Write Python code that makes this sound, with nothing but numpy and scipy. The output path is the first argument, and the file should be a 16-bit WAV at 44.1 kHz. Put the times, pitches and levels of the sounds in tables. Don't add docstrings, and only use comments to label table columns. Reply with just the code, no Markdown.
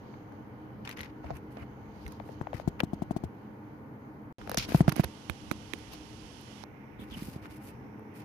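import sys
import numpy as np
from scipy import signal
from scipy.fft import rfft, irfft
from scipy.io import wavfile

SR = 44100
rng = np.random.default_rng(int(sys.argv[2]) if len(sys.argv) > 2 else 0)


def gain_from_decibels(decibels):
    exponent = np.asarray(decibels, float) / 20
    return 10 ** exponent


def waveform_to_disk(signal):
    frames = np.transpose(np.atleast_2d(signal))
    scaled = np.clip(frames, -1, 1) * 32767
    samples = np.round(scaled).astype(np.int16)
    wavfile.write(sys.argv[1], SR, samples)


N = 363384
SILENCE_START_S, SILENCE_END_S = 4.326, 4.384


def noise(*channels):
    return rng.standard_normal((*channels, N))


def rms_one(x):
    return x / np.sqrt(np.mean(x ** 2) + 1e-20)


def in_time(curve, outside=None):
    s, db = np.transpose(curve)
    return np.interp(np.arange(N) / SR, s, db, outside, outside)


def at_hz(points, hz):
    point_hz, value = np.transpose(points)
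    return np.interp(np.log(hz), np.log(point_hz), value)


def bins():
    return np.maximum(np.arange(N // 2 + 1) * SR / N, 1)


def peak(hz, width_hz):
    return 1 / (1 + (2 * (bins() - hz) / width_hz) ** 2)


def shaped(x, gain):
    return rms_one(irfft(rfft(x) * gain, N))


def closed(points):
    below = (points[0][0] / 2, -60)
    above = (points[-1][0] * 1.06, -70)
    return gain_from_decibels(at_hz([below] + list(points) + [above], bins()))


def panned(x, pan_db):
    centre_db = 20 * np.log10(np.cosh(pan_db * np.log(10) / 40))
    gains = gain_from_decibels(np.array([pan_db / 2, -pan_db / 2]) - centre_db)
    return x * gains[:, None]


def side(curve, s):
    return np.interp(s, *np.transpose(curve))


def add(out, s, burst):
    i = int(s * SR)
    out[:, i:i + burst.shape[1]] += burst[:, :N - i]


# (time [s], level [dB])
HUM_LEVEL = [(0.0, -47.5), (4.45, -48), (4.86, -43), (5.03, -49), (6.22, -50.5), (8.24, -48)]
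# (frequency [Hz], density [dB per Hz])
HUM_SPECTRUM = [(18, -58), (30, -18), (58, -34.5), (91, -5), (131, -5), (156, -7), (202, -3.5), (239, -4),
                (309, -1), (344, -10.5), (426, -7), (601, -14.5), (922, -15), (2260, -27), (5000, -75.5),
                (6500, -99), (11000, -120)]
# (frequency [Hz], width [Hz], level over the hum [dB])
ROOM_MODES = [(101.3, 2.5, 8), (126.8, 19.4, 7), (213, 4.8, 10.5), (308, 4.2, 6), (303, 4, 3.5),
              (432.2, 1.6, 6.5), (495, 6.1, 4.5), (802, 17, 6.5), (912.6, 21, 7.5), (1065, 46, 0),
              (1468, 3.1, 14)]
# (frequency [Hz], correlation [-1 to 1])
LIKENESS = [(60, 0.75), (150, 0.98), (380, 0.84), (950, 0.14), (2380, -0.29), (5980, -0.021),
            (15000, -0.01)]


def hum():
    lift = 1 + sum(peak(hz, width) * gain_from_decibels(2 * db) for hz, width, db in ROOM_MODES)
    alike = np.clip(at_hz(LIKENESS, bins()), -.95, .95)
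    mid, side_part = rfft(noise(2)) * closed(HUM_SPECTRUM) * np.sqrt(lift)
    ports = np.sqrt(1 + alike) * mid + np.sqrt(1 - alike) * side_part * [[1], [-1]]
    return gain_from_decibels(in_time(HUM_LEVEL) + 3.0) * rms_one(irfft(ports, N))


# (frequency [Hz], density [dB per Hz])
SELF_NOISE = [(1500, -12), (3000, -5), (5500, -6.5), (7300, -13), (9000, -11), (11000, -4.5), (13000, 0),
              (15500, -2.5)]


def self_noise():
    return gain_from_decibels(-77) * shaped(noise(2), closed(SELF_NOISE))


# (frequency [Hz], width [Hz], level before the silence [dB rms], level after it [dB rms])
RIGHT_BANDS = [(2100, 1050, -73, -60), (3010, 550, -75.5, -104), (4300, 2000, -77, -100.5),
               (5560, 960, -89.5, -78.5), (6390, 720, -83.5, -85)]
# (time [s], level [dB])
RIGHT_SHADE = [(0, 6.5), (.8, 0), (1.8, 4.5), (2.05, 6), (2.5, 6), (4.33, -4)]


def right_port_bands():
    out = np.zeros(N)
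    before = np.arange(N) / SR < SILENCE_START_S
    shade_db = in_time(RIGHT_SHADE)
    for hz, width, before_db, after_db in RIGHT_BANDS:
        db = np.where(before, before_db + shade_db, after_db)
        wander_db = 2.2 * shaped(noise(), peak(0, 6.6))
        out += gain_from_decibels(db + wander_db) * shaped(noise(), peak(hz, width))
    return out


# (time [s], level [dB])
FINGERTIP = [(4.38, -56.5), (4.555, -56.5), (4.559, -82), (4.572, -79), (4.575, -37), (4.7, -57),
             (5.05, -51.5), (5.4, -51), (6.0, -50.5), (6.635, -50), (6.645, -100)]
# (frequency [Hz], density [dB per Hz])
FINGERTIP_COLOUR = [(700, 4.5), (1800, -2), (2300, 0), (3000, 8), (3800, 0.5), (5700, 1.5), (6600, -3.5),
                    (8000, -10.5), (9100, -7.5), (10000, -11), (10850, -9), (11500, -9), (11800, -25),
                    (13000, -28), (15000, -40)]


def fingertip():
    return gain_from_decibels(in_time(FINGERTIP, -150)) * shaped(noise(), closed(FINGERTIP_COLOUR))


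# (time [s], level [dB rms])
LEFT_LINE = [(4.385, -77), (5.2, -129), (6.4, -100), (6.7, -100)]


def left_line():
    return gain_from_decibels(in_time(LEFT_LINE, -150)) * shaped(noise(), peak(10680, 350))


def whistle():
    t = np.arange(N) / SR
    sounding = (t > 2.12) & (t < 2.62)
    return gain_from_decibels(-83) * np.sin(2 * np.pi * 14406 * t) * sounding


def capsules():
    left = left_line()
    right = right_port_bands() + fingertip() + whistle()
    return self_noise() + np.array([left, right])


# (time [s], level [dB])
SWAY = [(0.0, -65.5), (3.19, -55), (3.35, -73), (4.18, -66), (4.8, -47), (5.21, -69), (5.51, -55),
        (6.72, -65), (7.16, -54), (8.24, -70.5)]


def sway():
    shared, left, right = noise(3)
    ports = np.array([1.7 * shared + left, 1.6 * shared + right])
    rumble = shaped(ports, peak(69, 67) * np.minimum(bins() / 40, 1) ** 2)
    return gain_from_decibels(in_time(SWAY) + 6.0) * rumble


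# (time [s], pan [dB])
GRIP_SIDE = [(1.0, 4.5), (2.1, 2), (2.5, 7), (3.3, 1.5), (4.4, -3.5), (4.81, 0.5), (4.88, -13.5),
             (5.04, -11), (5.3, -43), (5.5, -24), (7.0, -10), (7.36, -4)]
# (time [s], peak level [dB], frequency [Hz])
LURCHES = [(1, -43, 71.6), (1.248, -34, 74.5), (1.33, -36, 74), (1.607, -40, 90), (2.05, -34.5, 63),
           (2.399, -55, 92), (2.661, -47, 94), (2.83, -39, 91.5), (3.242, -32, 92.5), (4.405, -42, 65),
           (4.573, -33, 56), (4.59, -42, 108), (4.8, -59, 92), (5.041, -33, 78.6), (5.297, -36.5, 81.6),
           (5.498, -60, 86.1), (7.099, -63, 95), (7.299, -59, 84)]


def lurches(rise_s):
    out, t = np.zeros((2, N)), np.arange(SR // 6) / SR
    port_lag = np.array([[0], [.8]])
    for s, db, hz in LURCHES:
        swell = t / rise_s * np.exp(1 - t / rise_s)
        wave = np.sin(2 * np.pi * hz * t - port_lag) * swell
        add(out, s, gain_from_decibels(db) * panned(wave, side(GRIP_SIDE, s)))
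    return out


def gliding_cycles(t, hz, glide, glide_s):
    return hz * (t + glide * glide_s * (1 - np.exp(-t / glide_s)))


# (time [s], peak level [dB], final frequency [Hz], decay [s])
KNOCKS = [(2.2, -31.5, 477, .006), (2.2914, -35, 382, 0.009), (2.4122, -39, 450, 0.00067),
          (2.4698, -26, 477, 0.005), (2.531, -26, 400, 0.0052), (2.5987, -25, 377, 0.0028),
          (2.8051, -26.5, 386, 0.0059), (4.4738, -32, 443, 0.0049), (4.494, -30.5, 436, 0.0049),
          (4.5163, -33.5, 433, 0.013), (4.544, -27.5, 440, 0.0081)]


def knocks(glide, glide_s, right_db):
    out, t = np.zeros((2, N)), np.arange(SR // 30) / SR
    port_gain = gain_from_decibels(np.array([[0], [right_db]]))
    for s, db, hz, decay_s in KNOCKS:
        cycles = gliding_cycles(t, hz, glide, glide_s)
        envelope = np.exp(-(t / decay_s) ** 2) * (1 - np.exp(-t / 0.00034))
        add(out, s, gain_from_decibels(db + 4.5) * np.sin(2 * np.pi * cycles) * envelope * port_gain)
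    return out


# (time [s], peak level [dB], frequency [Hz], ring T60 [s], left shell ring against the peak [dB])
THUMPS = [(1.248, -37, 209, 0.012, -9), (1.308, -40, 135, 0.1, -20), (1.619, -41, 113, 0.035, -24),
          (2.082, -43.5, 146, 0.069, -20), (2.4107, -27.5, 133, 0.022, -23),
          (2.5435, -30.5, 109, 0.031, -28), (2.6754, -14.5, 135, 0.017, -12.5),
          (2.833, -15.5, 159, 0.015, -12), (2.9318, -22, 176, 0.018, -8.5), (3.0197, -21, 168, 0.018, -7),
          (3.1082, -19.5, 173, 0.017, -5), (3.1632, -17.5, 148, 0.011, -8.5),
          (3.2365, -20.5, 133, 0.013, -10), (4.575, -21.5, 163, 0.019, -7),
          (4.6867, -27.5, 200, 0.01, -8.5), (4.702, -30.5, 219, 0.017, -9), (4.7193, -25, 240, 0.014, -11),
          (5.735, -24.5, 266, .015, -30), (4.7447, -9.5, 149, 0.032, -3), (4.8045, -8.5, 153, 0.028, -6),
          (4.8787, -10, 150.5, 0.029, 2.5), (4.8943, -30, 170, .02, -15), (4.921, -29, 160, 0.024, -6),
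          (4.9633, -24, 199, 0.013, -10), (4.979, -23, 240, 0.015, -8), (4.994, -10.5, 150, 0.024, -1),
          (5.04, -35, 126, 0.044, 1), (5.296, -22.5, 132, 0.0082, -30), (5.513, -15, 196, 0.0097, -30),
          (6.992, -35.5, 207, 0.024, -20), (7.017, -39.5, 208, 0.035, -20), (7.12, -33.5, 213, 0.02, -20),
          (7.168, -35, 194, 0.031, -20), (7.22, -28.5, 181, 0.019, -27), (7.282, -31, 175, 0.019, -20),
          (7.36, -27.5, 131, 0.017, -17)]
FRAME_HZ, FRAME_S, FRAME_DB = 358, 0.0063, -13
SHELL_HZ, SHELL_S = 670, .003
PRESS_S = .0014
LEFT_LATE_S = 0.0008


def thumps(glide, glide_s, puff_db, puff_s):
    out, t = np.zeros((2, N)), np.arange(SR // 12) / SR
    far_filter = signal.butter(1, 330, fs=SR)
    skin_filter = signal.butter(1, [700, 7000], "band", fs=SR)
    puff_fade = np.exp(-(t / puff_s) ** 3)
    frame_swell = t / FRAME_S * np.exp(1 - t / FRAME_S) * np.exp(-t / 0.005)
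    frame = gain_from_decibels(FRAME_DB) * np.cos(2 * np.pi * FRAME_HZ * t) * frame_swell
    shell = np.sin(2 * np.pi * SHELL_HZ * t) * np.exp(-t / SHELL_S) * (1 - np.exp(-4 * t / PRESS_S))
    for s, db, hz, t60, shell_db in THUMPS:
        cycles = gliding_cycles(t, hz, glide, glide_s)
        damping = gain_from_decibels(-60 * (t / max(t60, .01)) ** 1.5)
        near = -np.sin(2 * np.pi * cycles) * damping * (1 - np.exp(-t / PRESS_S)) + frame
        far = 0.8 * signal.lfilter(*far_filter, near)
        wave = np.array([near - gain_from_decibels(shell_db) * shell, far])
        if s > SILENCE_END_S:
            wave[0] = np.interp(t - LEFT_LATE_S, t, wave[0], 0)
        puff = signal.lfilter(*skin_filter, rng.standard_normal((2, len(t)))) * puff_fade * gain_from_decibels(puff_db)
        add(out, s + .0008, gain_from_decibels(db + 8.0) * panned(wave + puff, side(GRIP_SIDE, s)))
    return out


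def contacts(table, ring_cycles, rise_s, snap_s, rough, tail_db, spike, top_pan_db):
    out, t = np.zeros((2, N)), np.arange(SR // 20) / SR
    snap_filter, top_filter = [signal.butter(4, edges, "band", fs=SR, output="sos")
                               for edges in ([3700, 6500], [9000, 14300])]
    fall = np.exp(-t / snap_s) + gain_from_decibels(tail_db) * np.exp(-t / .008)
    decay = (1 - np.exp(-(t / rise_s) ** 2)) * fall
    detune, lag = np.array([[.96], [1.05]]), np.array([[1.2], [0]])
    for s, db, hz, pan_db, snap_db, top_db in table:
        shared, left, right = rng.standard_normal((3, len(t))) * decay
        splinters = np.array([left + .5 * shared, right + .5 * shared])
        splinters[:, int(2 * rise_s * SR)] -= spike
        body_filter = signal.butter(3, [hz / 4, 1.9 * hz], "band", fs=SR, output="sos")
        layers = [signal.sosfilt(f, splinters) for f in (body_filter, snap_filter, top_filter)]
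        body, snap, top = [x / np.abs(x).max(axis=1, keepdims=True) for x in layers]
        ring = np.sin(2 * np.pi * hz * detune * t - lag) * np.exp(-t * hz / ring_cycles)
        ring *= 1 - np.exp(-(3 * hz * t) ** 2)
        burst = gain_from_decibels(db + 3) * (ring + rough * body)
        burst += gain_from_decibels(snap_db + 6) * snap + gain_from_decibels(top_db + 6) * panned(top, top_pan_db)
        add(out, s, panned(burst, pan_db))
    return out


# (time [s], peak level [dB], ring [Hz], pan [dB], edge above 8 kHz [dB])
CLICKS = [
    (2.803, -17, 1720, 9.5, -36.5),
    (4.746, -26, 935, -8, -42),
    (4.806, -27, 890, 3, -41),
    (4.88, -23.5, 1320, -4, -44),
    (4.996, -24, 1100, -7.5, -49),
    (6.411, -60, 790, -5, -52),
    (7.994, -50, 763, 13, -57),
]
TICKS = [(2.199, -39.5, 1190, 23, -72), (2.289, -43.5, 1010, 13, -72), (2.412, -31.5, 900, 16, -78),
         (2.47, -37.5, 1100, 0, -80), (2.531, -39.5, 1510, -9, -70), (4.474, -33.5, 910, 10, -50),
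         (4.495, -29.5, 1100, -6, -35.5), (4.515, -27, 880, -3, -34.5), (4.544, -32.5, 1200, -6, -35),
         (4.687, -41, 750, 20, -61), (4.703, -52, 1270, 17, -54), (4.893, -27.5, 1310, -8, -32),
         (4.922, -32.5, 600, -23, -36.5), (4.963, -30, 600, -14, -37), (5.0385, -27.5, 490, 1, -46),
         (5.042, -31.5, 1400, -18, -33.5), (5.0445, -27.5, 910, -3, -40), (5.787, -57, 1090, 1, -54),
         (5.515, -33, 534, -19, -70), (5.297, -23, 1560, -27, -40), (5.513, -22, 1600, -28.5, -36),
         (5.735, -24, 2260, -37, -43.5)]
CRACKS = [
    (2.598, -43, 905, 6, -72),
    (4.573, -22.5, 1400, -1, -34.5),
    (4.72, -31, 1100, 12, -66),
    (6.637, -37, 790, -40, -60),
]


def grip_ticks():
    kinds = (CLICKS, -44), (TICKS, -0.5), (CRACKS, 17.5)
    grip = [(s, db, hz, pan_db, edge_db + snap_db, edge_db)
            for rows, snap_db in kinds for s, db, hz, pan_db, edge_db in rows]
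    return contacts(grip, ring_cycles=1.8, rise_s=.0006, snap_s=.001, rough=1.1,
                    tail_db=-40, spike=3.5, top_pan_db=-13)


# (start [s], end [s], start frequency [Hz], end frequency [Hz], level [dB rms])
SQUEAKS = [
    (6.984, 7.04, 3480, 3370, -60),
    (7.105, 7.16, 3540, 2820, -52),
]


def squeaks(width_hz):
    out = np.zeros((2, N))
    blur = shaped(noise(2), peak(0, width_hz))
    for start, end, hz0, hz1, db in SQUEAKS:
        n, i = int((end - start) * SR), int(start * SR)
        tone = np.sin(2 * np.pi * np.cumsum(np.linspace(hz0, hz1, n)) / SR)
        tone *= signal.windows.tukey(n, .3) * np.linspace(.45, 1, n)
        add(out, start, gain_from_decibels(db + 9.5) * tone * blur[:, i:i + n])
    return out


# (time [s], pan [dB])
CABLE_SIDE = [(0.85, 3), (1.05, 3), (1.3, -3), (2.3, -6.5), (2.55, 9), (2.8, -4.5), (4.7, 1.5), (4.95, -9),
              (5.9, 0.5), (8.2, -2)]
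# (start [s], length [s], level [dB], brightness [dB], scratchiness [dB])
STROKES = [(0.845, 0.11, -67.5, -9, 1), (0.962, 0.11, -77, -18.5, 10), (1.05, 0.062, -78, -9.5, 3),
           (1.23, 0.12, -77, -11, -1), (1.503, 0.071, -81.5, 0, 2), (1.565, 0.084, -72, -11.5, -8),
           (2.538, 0.05, -65.5, -5, -2), (2.562, 0.07, -75, -5, 3), (2.794, 0.019, -61, -13, -3),
           (4.497, 0.068, -69.5, -8, 6), (4.571, 0.018, -56, 10, 10), (4.578, 0.086, -58, -4, 10.5),
           (4.676, 0.15, -57, -2, 0.5), (4.878, 0.026, -57.5, -11, 7), (4.919, 0.01, -54.5, -11, -3),
           (4.956, 0.064, -56.5, -5.5, -4), (5.034, 0.018, -53, -3, -1.5), (4.912, 0.17, -97.5, -13, -9),
           (5.911, 0.052, -68.5, -1.5, 10), (6.977, 0.89, -76, -6, -4.5), (6.991, 0.059, -71.5, -4.5, -21),
           (7.096, 0.14, -70.5, -2, 0.5), (7.416, 0.054, -69, -5, -3), (7.496, 0.094, -82.5, 8, 8),
           (8.2, 0.06, -72.5, -4, -2)]
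# (start [s], length [s], level [dB], brightness [dB], scratchiness [dB])
SWEEPS = [
    (1.33, 0.067, -63, -4.5, -6),
    (1.9, 0.33, -77, 2, 10.5),
    (2.202, 0.17, -82.5, 9.5, 10),
    (7.15, 0.23, -67, 9, 6.5),
    (7.61, 0.11, -71.5, 10, 2),
    (8.133, 0.081, -60.5, 0.5, -5),
]
# (frequency [Hz], density [dB per Hz])
RUB = [
    [(900, 10.5), (1500, 8.5), (2100, 9), (3000, 0.5), (4500, -54)],
    [(2400, -14.5), (3300, -15.5), (5000, -13), (6800, -23), (9000, -66)],
    [(6500, -12.5), (8800, -3), (11500, -0.5), (13500, -2), (15500, -9)],
]


def rubbing(grains_per_s, spread_db, clump_db):
    clumps = gain_from_decibels(clump_db * shaped(noise(), peak(0, 130)))
    born = rng.random((2, N)) < grains_per_s / SR
    sizes = gain_from_decibels(spread_db * np.minimum(rng.exponential(1, (2, N)), 4))
    grains = born * sizes * rng.choice([-1, 1], (2, N)) * clumps
    colours = []
    for colour in RUB:
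        patch = gain_from_decibels(1.6 * shaped(noise(), peak(0, 30)))
        colours.append(patch * shaped(grains, closed(colour)))
    moves = [(*row, .05, .2) for row in STROKES] + [(*row, 0.83, 0.6) for row in SWEEPS]
    out = np.zeros((2, N))
    for s, length, level_db, bright_db, scratch_db, land, lift in moves:
        a, b = int(s * SR), min(int((s + length) * SR), N)
        levels_db = level_db - bright_db, level_db + scratch_db, level_db + bright_db
        rub = sum(gain_from_decibels(db + 7.5) * colour[:, a:b] for db, colour in zip(levels_db, colours))
        phase = np.linspace(0, 1, b - a)
        touch = np.minimum(phase / land, 1) * np.minimum((1 - phase) / lift, 1)
        out[:, a:b] += touch * panned(rub, side(CABLE_SIDE, s))
    return out


# (time [s], peak level [dB], ring [Hz], edge above 8 kHz [dB])
CRACKLES = [(.1394, -45, 920, -78), (0.321, -48, 840, -69), (0.851, -40.5, 3080, -62),
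            (.8555, -52, 2520, -58), (0.8746, -31.5, 2320, -59), (0.8914, -34, 2080, -42.5),
            (0.9007, -38, 2100, -57), (0.912, -36, 2580, -53), (0.9267, -41, 2440, -60),
            (0.972, -42, 2100, -49), (0.984, -40, 2060, -59), (0.9913, -36, 2150, -51),
            (1.006, -32.5, 2050, -54), (1.0116, -47, 2050, -45), (1.0315, -36, 2190, -56),
            (1.037, -43, 2100, -64), (1.0454, -51, 1980, -55), (1.058, -46, 2070, -64),
            (1.2426, -39.5, 650, -84), (1.2984, -41, 690, -89), (1.3045, -30.5, 688, -84),
            (1.3105, -38, 690, -88), (1.368, -55, 2280, -54), (1.57, -48, 2370, -82),
            (1.57, -38.5, 660, -85), (1.5977, -58, 2170, -87), (1.6224, -44, 640, -91),
            (2.0637, -39, 2010, -58), (2.0783, -43.5, 910, -49), (2.1206, -49, 1000, -51),
            (4.4142, -43, 1350, -68), (5.9343, -44, 706, -48), (7.456, -41, 1340, -70)]


def cable_crackles():
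    cable = []
    for s, db, hz, edge_db in CRACKLES:
        snap_db = max(edge_db - 1.5, db - 21)
        cable.append((s, db, hz, side(CABLE_SIDE, s), snap_db, edge_db))
    return contacts(cable, ring_cycles=6, rise_s=.0007, snap_s=.0015, rough=1.0,
                    tail_db=-24, spike=.7, top_pan_db=-5)


def scene():
    hand = sway() + lurches(rise_s=0.01) + knocks(glide=1.3, glide_s=.0028, right_db=-22)
    hand += thumps(glide=2.6, glide_s=.001, puff_db=-35.5, puff_s=0.014)
    hand = signal.sosfilt(signal.butter(2, 42, "high", fs=SR, output="sos"), hand)
    cable = squeaks(width_hz=500) + rubbing(grains_per_s=6000, spread_db=3.2, clump_db=2.0) + cable_crackles()
    return hum() + capsules() + hand + grip_ticks() + cable


def low_pass(x):
    return signal.sosfilt(signal.butter(12, 16600, fs=SR, output="sos"), x)


def record(dry):
    t = np.arange(N) / SR
    silent = (t > SILENCE_START_S) & (t < SILENCE_END_S)
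    cut = signal.sosfilt(signal.butter(6, 15700, fs=SR, output="sos"), dry)
    rounded = 0.5 * np.tanh(cut / 0.61)
    finished = rounded * np.where(silent, gain_from_decibels(-51), 1)
    return low_pass(finished)


dry = scene()
out = record(dry)
waveform_to_disk(out)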